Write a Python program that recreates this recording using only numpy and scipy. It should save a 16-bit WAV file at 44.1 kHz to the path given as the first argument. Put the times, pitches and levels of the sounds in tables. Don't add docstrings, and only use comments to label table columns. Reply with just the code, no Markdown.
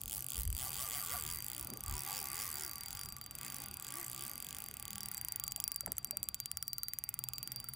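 import sys
import numpy as np
from scipy import signal
from scipy.io import wavfile
from scipy.ndimage import uniform_filter1d

SR = 44100
rng = np.random.default_rng(int(sys.argv[2]) if len(sys.argv) > 2 else 0)


def materialize(psi):
    bounded = np.clip(np.atleast_2d(psi).T, -1, 1)
    quanta = np.round(bounded * 32767).astype(np.int16)
    wavfile.write(sys.argv[1], SR, quanta)


def attenuation_scalar(level_db):
    decades = np.asarray(level_db, float) / 20
    return 10 ** decades


N = 342061
EAR = np.array([[1], [-1]])
TEETH, LAST_TOOTH = 18, 372

# start_s, snap_level_db, treble_tilt_db_per_octave, rim_ring_db, washer_pressure_db
HOLD = [(0, -33, 3, -13, -9), (.5, -31.5, 2, -10.5, -7), (.65, -33.5, 1, -6.5, -2),
        (1.2, -32.5, 1.5, -3, -1), (1.6, -33.5, 2.2, -4, 1), (2.1, -33, 0.8, -4, 2.5),
        (2.6, -33.5, 1.2, -1.5, 2.5), (3.1, -35.5, -1.7, 4, 3), (3.6, -35, 0.3, -1, 3.5),
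        (4.1, -35, 1.5, -4, 0), (4.6, -35, 0, -5, -2), (4.95, -34, -0.3, -2.5, 2.7),
        (5.3, -29, 1.6, -3, 4.5), (5.8, -27, 1.4, -2, 0.5), (6.3, -27.5, 0.9, -6.5, 1),
        (6.8, -30, 0.9, 0, -3.5), (7.3, -30.5, 0.6, 0.3, 2), (7.76, -38, 0, 9.5, 0.5)]
# pitch_hz, level_db, once_a_turn_swing_db, once_phase_rad,
# twice_a_turn_swing_db, twice_phase_rad
SHELL = [(1414, -33, 0.5, -4.5, 12, 1.3), (2140, -25.5, 1, 1, 10.5, -3), (3133, -17.5, 7, -1.35, 1.9, 4),
         (4160, -25, 7.5, -1.2, 6.5, 4.5), (5220, -17, 7, -2.5, 3.5, -4.9), (6586, -15, 3, -0.2, 7.5, -3),
         (8030, -10, 3, 0.8, 4, -0.37), (9160, -11.5, 4.5, -2, 3, 0.9), (10520, -11, 3.1, -2.5, -0.5, 8.2),
         (11150, -24, 3.5, 1.5, 2, -11), (12370, -10.5, 3.5, 1.5, -1, -19), (14640, -9, 2, 1.8, -0.5, -3.5),
         (15300, -20.5, -5.5, -12, 12, -0.5)]
# start_s, gain_of_3khz_side_db (the 5.4 kHz side loses a share of it)
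SHADE = [
    (0, 5),
    (1.6, 2.5),
    (2.1, -5.5),
    (3.2, -1.5),
    (4.6, 3),
    (5.3, -2.5),
    (6.1, -3),
    (6.8, -3),
    (7.76, 1.2),
]
RIM_HZ = [1355, 4672, 4710, 7650, 9950, 12950, 14850, 15010]
# level_db, t60_s, lobes_round_rim, phase_rad
RIM = [(-28.5, 0.036, 2, 1.94), (-35, 0.72, 2, 0.099), (-24, 0.25, 2, 0.82), (-33.5, 0.045, 2, 0.25),
       (-18, 0.027, 6.7, 0.15), (-22, 0.018, 1, 3.3), (-15.5, 0.035, 1.3, 0.74), (-24, 0.041, 2.3, 0.71)]


def snaps():
    when_s = tooth_times() - .0005
    count = len(when_s)
    angle_flat = 2 * np.pi * np.arange(count) / TEETH
    angle = angle_flat[:, None, None]
    level_db, tilt_db, ring_db = (c[:, None, None] for c in curve_at(HOLD, when_s)[:3])
    hz, shell_db, once_db, once_rad, twice_db, twice_rad = np.transpose(SHELL)
    turn_rad = 2 * np.pi * rng.random((4, len(hz)))
    chance = np.clip(rng.standard_normal((count, 4, len(hz))), -2, 2)

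    swing_db = 0.58 * (once_db * np.cos(angle + once_rad) + twice_db * np.cos(2 * angle + twice_rad))
    arms_db = np.cos(2 * angle + 0.12)
    mode_db = level_db + 15.5 + arms_db + shell_db + swing_db + tilt_db * np.log2(hz / 8000)
    mode_db = mode_db + 1.83 * chance[:, :1] + EAR * 0.33 * chance[:, 1:2]
    wrist_db = curve_at(SHADE, when_s)[0]
    offset_db, opposite_share = -1.5, 0.99
    facing_s, facing_lasts_s, facing_db = 5.7, 0.66, 5.5
    top_db = facing_db / (1 + np.exp((facing_s - when_s) / facing_lasts_s))
    shades = ((3100, offset_db + wrist_db), (5400, offset_db - opposite_share * wrist_db), (12900, top_db))
    for centre_hz, shade_db in shades:
        mode_db += shade_db[:, None, None] * np.exp(-(np.log2(hz / centre_hz) / .3) ** 2)

    slide = 1 + .04 * np.sin(angle + turn_rad[0]) + .005 * chance[:, 2:3] + 0 * EAR
    phase = turn_rad[1] + 1.5 * np.sin(angle + turn_rad[2]) + .15 * chance[:, 2:3] + EAR * .12 * chance[:, 3:]
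    grains = crack(hz * slide, mode_db, phase, rise_s=.0003, t60_s=.0032, size=320)
    out = np.zeros((2, N))
    add(out, when_s, grains)
    body_delay_s = .00065 + .0002 * np.sin(angle_flat + 1.3)
    add(out, when_s + body_delay_s, attenuation_scalar(-9) * grains)

    for rim_hz, (rim_db, t60_s, lobes, place_rad) in zip(RIM_HZ, RIM):
        lobe = np.cos(lobes * angle + place_rad) + .5
        lobe = lobe + 0.66 * rng.uniform(-2.59, 1, (count, 1, 1))
        lobe = lobe + EAR * 0.15 * rng.standard_normal((count, 1, 1))
        blows = np.zeros((2, N))
        add(blows, when_s + 0.00038, attenuation_scalar(level_db + 5 + rim_db + ring_db) * lobe)
        out += ring(blows, rim_hz, t60_s)
    return out


# start_s, grip_lag_sine_ms, grip_lag_cosine_ms, nod_lag_sine_ms, nod_lag_cosine_ms
TURNS = [(0.0274, -12.8, 16.2, 13.3, -27.9), (0.2794, 10.3, -9.4, -16.0, -2.5),
         (0.5394, 21.1, 30.1, 6.5, 7.9), (0.7373, 3.1, -10.7, 6.9, 0.4), (0.8922, 6.1, 8.5, 1.2, -1.8),
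         (1.0524, 6.8, -5.3, -1.3, -2.2), (1.2274, 9.1, -0.0, -4.3, 1.5), (1.4674, -11.3, 9.2, 1.3, 9.7),
         (1.8586, 30.5, 28.3, 19.8, -7.5), (2.1219, -30.3, -5.7, -3.0, -15.8),
         (2.3327, 21.8, 12.8, -12.6, -1.1), (2.5446, -10.4, -1.8, -1.4, 7.0),
         (2.8401, 6.8, 16.4, 5.4, -0.5), (3.3682, 2.9, 46.9, -7.6, 2.4), (3.799, 21.9, -11.2, -10.4, 3.5),
         (4.1124, -1.9, 7.2, 1.3, 4.2), (4.4157, 7.4, 6.2, 3.4, 0.2), (4.8262, 15.9, -0.9, -6.0, -2.9),
         (5.3463, -13.4, 14.3, -5.6, 4.8), (6.2132, 47.3, 19.1, 3.2, 16.5),
         (7.2067, -18.2, -19.1, 12.7, 3.2), (7.9884, -5.9, 14.6, 3.1, -36.9)]


def tooth_times():
    nods_per_turn = 1.7
    tooth = np.arange(LAST_TOOTH + 1.)
    first_tooth = TEETH * np.arange(len(TURNS))
    smooth_s, *lags_ms = (smooth_at(tooth, first_tooth, c) for c in np.transpose(TURNS))
    angle = 2 * np.pi * tooth / TEETH
    nod = nods_per_turn * angle
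    waves = np.sin(angle), np.cos(angle), np.sin(nod), np.cos(nod)
    return smooth_s + sum(lag * wave for lag, wave in zip(lags_ms, waves)) / 1000


def speed(lag_s=0.):
    when_s = tooth_times()
    middle_s = (when_s[1:] + when_s[:-1]) / 2
    return np.interp(np.arange(N) / SR - lag_s, middle_s, 1 / np.diff(when_s))


def doublings():
    smoothing_s = 0.063
    return uniform_filter1d(np.log2(speed() / 70), int(smoothing_s * SR))


# start_s, level_db
TICKS = [(1.3205, -42), (2.9162, -35), (2.9647, -38), (3.0497, -37), (3.1027, -39), (3.1847, -37),
         (3.2404, -35), (3.3149, -38), (3.382, -42), (3.4503, -36), (3.882, -29.5), (3.9734, -31),
         (4.0033, -33), (4.0441, -33), (4.067, -33), (5.1387, -35), (5.171, -30), (5.467, -35),
         (5.5112, -37), (5.5774, -38), (5.6216, -39), (5.7452, -35), (5.878, -37), (5.929, -43),
         (5.9687, -33.5), (6.0724, -34), (6.24, -32), (6.2559, -48), (6.3498, -39), (7.3586, -40)]


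def ticks():
    faint_count, from_tooth, to_tooth = 40, 30, 340
    faint_db, faint_spread_db = -45, 3.5
    place, luck = rng.random((faint_count, 2)).T
    tooth = from_tooth + place * (to_tooth - from_tooth)
    faint_s = np.interp(tooth, np.arange(LAST_TOOTH + 1), tooth_times())
    faint = faint_s, faint_db + faint_spread_db * (4 * luck - 2)
    start_s, level_db = np.hstack([np.transpose(TICKS), faint])

    mode_hz = np.array([2700, 3930, 5960, 7780, 8160, 9800, 11700, 12800, 14200])
    mode_db = np.array([-22, -20, -12, 0, -4, -7, -5, -6, -12])
    chance = rng.standard_normal((len(start_s), 4, len(mode_hz)))
    hz = mode_hz * (1 + .02 * chance[:, :1]) + np.zeros((2, 1))
    db = level_db[:, None, None] - 3 + mode_db + 2.5 * chance[:, 1:3]
    out = np.zeros((2, N))
    add(out, start_s - .0005, crack(hz, db, 3 * chance[:, 3:], rise_s=.0002, t60_s=.006))

    rattle_ring_hz, rattle_ring_db, rattle_ring_t60_s = 7660, -16.5, 0.047
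    blow = attenuation_scalar(level_db + rattle_ring_db + 3 * chance[:, 0, 0])
    blows = np.zeros((2, N))
    add(blows, start_s, blow[:, None, None] * np.ones((2, 1)))
    return out + ring(blows, rattle_ring_hz, rattle_ring_t60_s)


# pitch_hz, width_hz, level_db
WHIRR = [(358, 24, -16.5), (809, 87, -3.5), (979, 16.5, -10), (1158.5, 50, 1.16), (1430, 87, -6),
         (1615, 47, -9), (2042, 290, -2), (2520, 250, -5.5), (3250, 690, -5)]


def washer_whirr():
    level_db, db_per_doubling, left_db = -62.5, 6.5, -0.75
    rub_db = level_db + db_per_doubling * doublings() + curve(HOLD)[3]
    whirr = sum(attenuation_scalar(db + 2.76 * walk(14)) * band(hz, width_hz, like=.92) for hz, width_hz, db in WHIRR)
    return attenuation_scalar(rub_db + left_db * EAR) * whirr


def line_hiss():
    level_db, db_per_doubling, pressure_share, grain_db = -60, 9.5, 0.15, 5.5
    hiss_db = level_db + db_per_doubling * doublings() + pressure_share * curve(HOLD)[3]
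    hiss = band(7970, 4800, 0.69)
    hiss = hiss + attenuation_scalar(-19) * band(19000, 5000, 0.36)
    hiss = hiss + attenuation_scalar(-10) * band(14850, 66, 1.0)
    return attenuation_scalar(hiss_db) * attenuation_scalar(grain_db * walk(300)) * hiss


# pitch_hz, width_hz, level_db
ROLLER_ARM = [(206, 54, -5.5), (352, 52, 0.5), (527, 110, -7.5), (733, 91, 11)]


def roller():
    hz_per_tooth_rate, lag_s = 5.15, .014
    level_db, db_per_doubling, pressure_share = -65.5, 4, 0.67
    hz = hz_per_tooth_rate * speed(lag_s) * (1 + 0.0296 * walk(60))
    arm = attenuation_scalar(-6.0) + sum(attenuation_scalar(db) / (1 + (2 * (hz - f) / width_hz) ** 2) for f, width_hz, db in ROLLER_ARM)
    phase = 2 * np.pi * np.cumsum(hz) / SR
    whine = np.sin(phase + .45 * EAR) + attenuation_scalar(-6.0) * np.sin(2 * phase)
    whine_db = level_db + db_per_doubling * doublings() + pressure_share * curve(HOLD)[3]
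    return attenuation_scalar(whine_db + 3.8 * walk(25.15)) * arm * whine


# start_s, level_db, start_hz, end_hz, length_s
GRIP = [
    (1.722, -51, 393, 247, 0.06),
    (1.76, -56, 500, 298, .04),
    (4.9, -56, 200.4, 197, 0.35),
    (5.58, -54, 720, 600, 0.015),
    (5.834, -51.5, 600, 553, .012),
    (5.872, -41.5, 950, 248, 0.017),
    (5.878, -38, 1730, 1480, 0.0019),
    (5.919, -54, 700, 200, 0.015),
    (6.13, -52, 600, 595, 0.04),
    (7.468, -59, 307, 250, 0.024),
]


def grip():
    return glides(GRIP, left_db=0.5)


# start_s, level_db, start_hz, end_hz, length_s
PUFFS = [
    (.04, -50, 50.5, 40, .07),
    (.16, -50, 55.6, 44.8, 0.1),
    (.38, -33.5, 65, 44.3, 0.07),
    (.445, -35, 55, 44.7, 0.051),
    (.488, -33, 55, 50, 0.06),
    (.535, -36, 60, 50, .045),
    (1.88, -37, 60, 45, 0.071),
    (1.925, -33, 71, 45, 0.038),
]
# centre_s, level_db, half_length_s
GUSTS = [(.02, -58, .15), (.5, -44.5, 0.13), (.84, -54, 0.15), (1.25, -52, 0.18), (1.64, -51.5, 0.043),
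         (1.91, -46, 0.085), (2.29, -62, 0.098), (2.5, -62, 0.14), (2.95, -53, .07), (3.1, -53, .06),
         (3.37, -63, 0.043), (3.72, -60, .1), (4.2, -71, 0.37), (4.85, -58, 0.12), (5.9, -53, 0.062),
         (6.55, -72, .15)]


def wind():
    breeze = attenuation_scalar(-62.5 + 1.1 * walk(5.94))
    rumble = band(49.6, 24.5, 1.0) + attenuation_scalar(2.5) * band(81.0, 29.0, 1.0)
    return glides(PUFFS, left_db=.3) + attenuation_scalar(-6.0) * np.hypot(swells(GUSTS), breeze) * rumble


# centre_s, level_db, half_length_s
SLEEVE = [
    (1.72, -55, 0.075),
    (3.45, -65, 0.32),
    (4.4, -66, 0.58),
    (5.5, -69, 0.21),
    (5.89, -55, 0.035),
    (6.15, -66, 0.22),
    (7.52, -68.5, 0.19),
]


def rustle():
    level_db, db_per_doubling = -66.5, 3.5
    shaken = attenuation_scalar(level_db + db_per_doubling * doublings())
    cloth = band(193, 80.5, 0.96)
    cloth = cloth + attenuation_scalar(-7.0) * band(255, 138, 0.24)
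    cloth = cloth + attenuation_scalar(-3) * band(698, 350, 0.086)
    return np.hypot(swells(SLEEVE), shaken) * cloth


def pump():
    return attenuation_scalar(-62.5 + 2.0 * walk(2.52)) * band(126.0, 12.4, 0.96)


# pitch_hz, level_db_per_hz
AIR = [(100, -21), (440, -38), (1340, -17), (3900, -14), (7300, -17.5), (12000, -16), (15600, -21),
       (16500, -35)]


def water_air():
    hz, level_db = np.transpose(AIR)
    air = np.zeros((2, N))
    for centre_hz in 100 * 2 ** np.arange(0, 7.4, .5):
        db = np.interp(np.log(centre_hz), np.log(hz), level_db) + 2.5 * walk(12)
        air += attenuation_scalar(db) * np.sqrt(centre_hz) * band(centre_hz, centre_hz / 4, .7)
    return attenuation_scalar(-76.5) * air / air.std()


def curve(table):
    s, *columns = np.transpose(table)
    return [np.interp(np.arange(N) / SR, s, c) for c in columns]


def curve_at(table, when_s):
    return [c[(when_s * SR).astype(int)] for c in curve(table)]


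def smooth_at(q, xs, ys):
    slope = np.gradient(ys, xs)
    j = np.clip(np.searchsorted(xs, q) - 1, 0, len(xs) - 2)
    h, rise = np.diff(xs)[j], np.diff(ys)[j]
    u = (q - xs[j]) / h
    bend = (1 - u) * (slope[j] * h - rise) - u * (slope[j + 1] * h - rise)
    return ys[j] + u * rise + u * (1 - u) * bend


def add(out, start_s, grains):
    for start, grain in zip((np.asarray(start_s) * SR).astype(int), grains):
        out[:, start:start + grain.shape[-1]] += grain[:, :N - start]


def crack(hz, db, phase, rise_s, t60_s, size=500):
    t = np.arange(size) / SR
    hz = hz[..., None]
    slowed = t * (hz / 8000) ** .3
    shape = (1 - np.exp(-(slowed / rise_s) ** 2)) * np.exp(-np.log(1000) * slowed / t60_s)
    waves = shape * np.sin(2 * np.pi * hz * t + phase[..., None])
    return np.einsum("ecm,ecmt->ect", attenuation_scalar(db), waves)


def ring(blows, hz, t60_s):
    pole = np.exp(2j * np.pi * hz / SR - np.log(1000) / (t60_s * SR))
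    return signal.lfilter([1], [1, -pole], blows).imag


def band(hz, width_hz, like):
    peak = signal.iirpeak(hz, hz / (1.74 * width_hz), SR)
    noise = rng.standard_normal((2, N))
    mid, side = signal.lfilter(*peak, signal.lfilter(*peak, noise))
    stereo = np.sqrt(1 + like) * mid + np.sqrt(1 - like) * side * EAR
    return stereo / np.sqrt(2) / mid.std()


def walk(rate_hz):
    k = int(SR / rate_hz)
    steps = np.repeat(rng.standard_normal(N // k + 1), k)
    w = uniform_filter1d(uniform_filter1d(steps, k), k)[:N]
    return w / w.std()


def glides(table, left_db):
    out = np.zeros((2, N))
    for start_s, level_db, start_hz, end_hz, length_s in table:
        u = np.linspace(0, 1, int(length_s * SR))
        hz = start_hz * (end_hz / start_hz) ** u
        wave = np.sin(2 * np.pi * np.cumsum(hz) / SR) * np.sin(np.pi * u ** 0.25)
        add(out, [start_s], [attenuation_scalar(level_db + left_db * EAR) * wave])
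    return out


def swells(table):
    t = np.arange(N) / SR
    return np.sqrt(sum(attenuation_scalar(2 * db) * np.exp(-2 * ((t - s) / half_s) ** 2) for s, db, half_s in table))


def scene():
    reel = snaps() + ticks()
    t = np.arange(3000) / SR
    haze = rng.standard_normal((2, len(t))) * np.exp(-np.log(1000) * t / 0.02) * (t > .002)
    scatter = attenuation_scalar(-60) * signal.fftconvolve(reel, haze, axes=1)[:, :N]
    rubbing = washer_whirr() + line_hiss() + roller()
    outdoors = wind() + rustle() + pump() + water_air()
    return reel + scatter + rubbing + grip() + outdoors


def band_limit(x):
    return signal.sosfilt(signal.butter(12, 17030, fs=SR, output="sos"), x)


def record(dry):
    no_bass = signal.sosfilt(signal.butter(3, 32, "high", fs=SR, output="sos"), dry)
    mix = signal.sosfilt(signal.butter(14, 16200, fs=SR, output="sos"), no_bass)
    return band_limit(mix)


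dry = scene()
out = record(dry)
materialize(out)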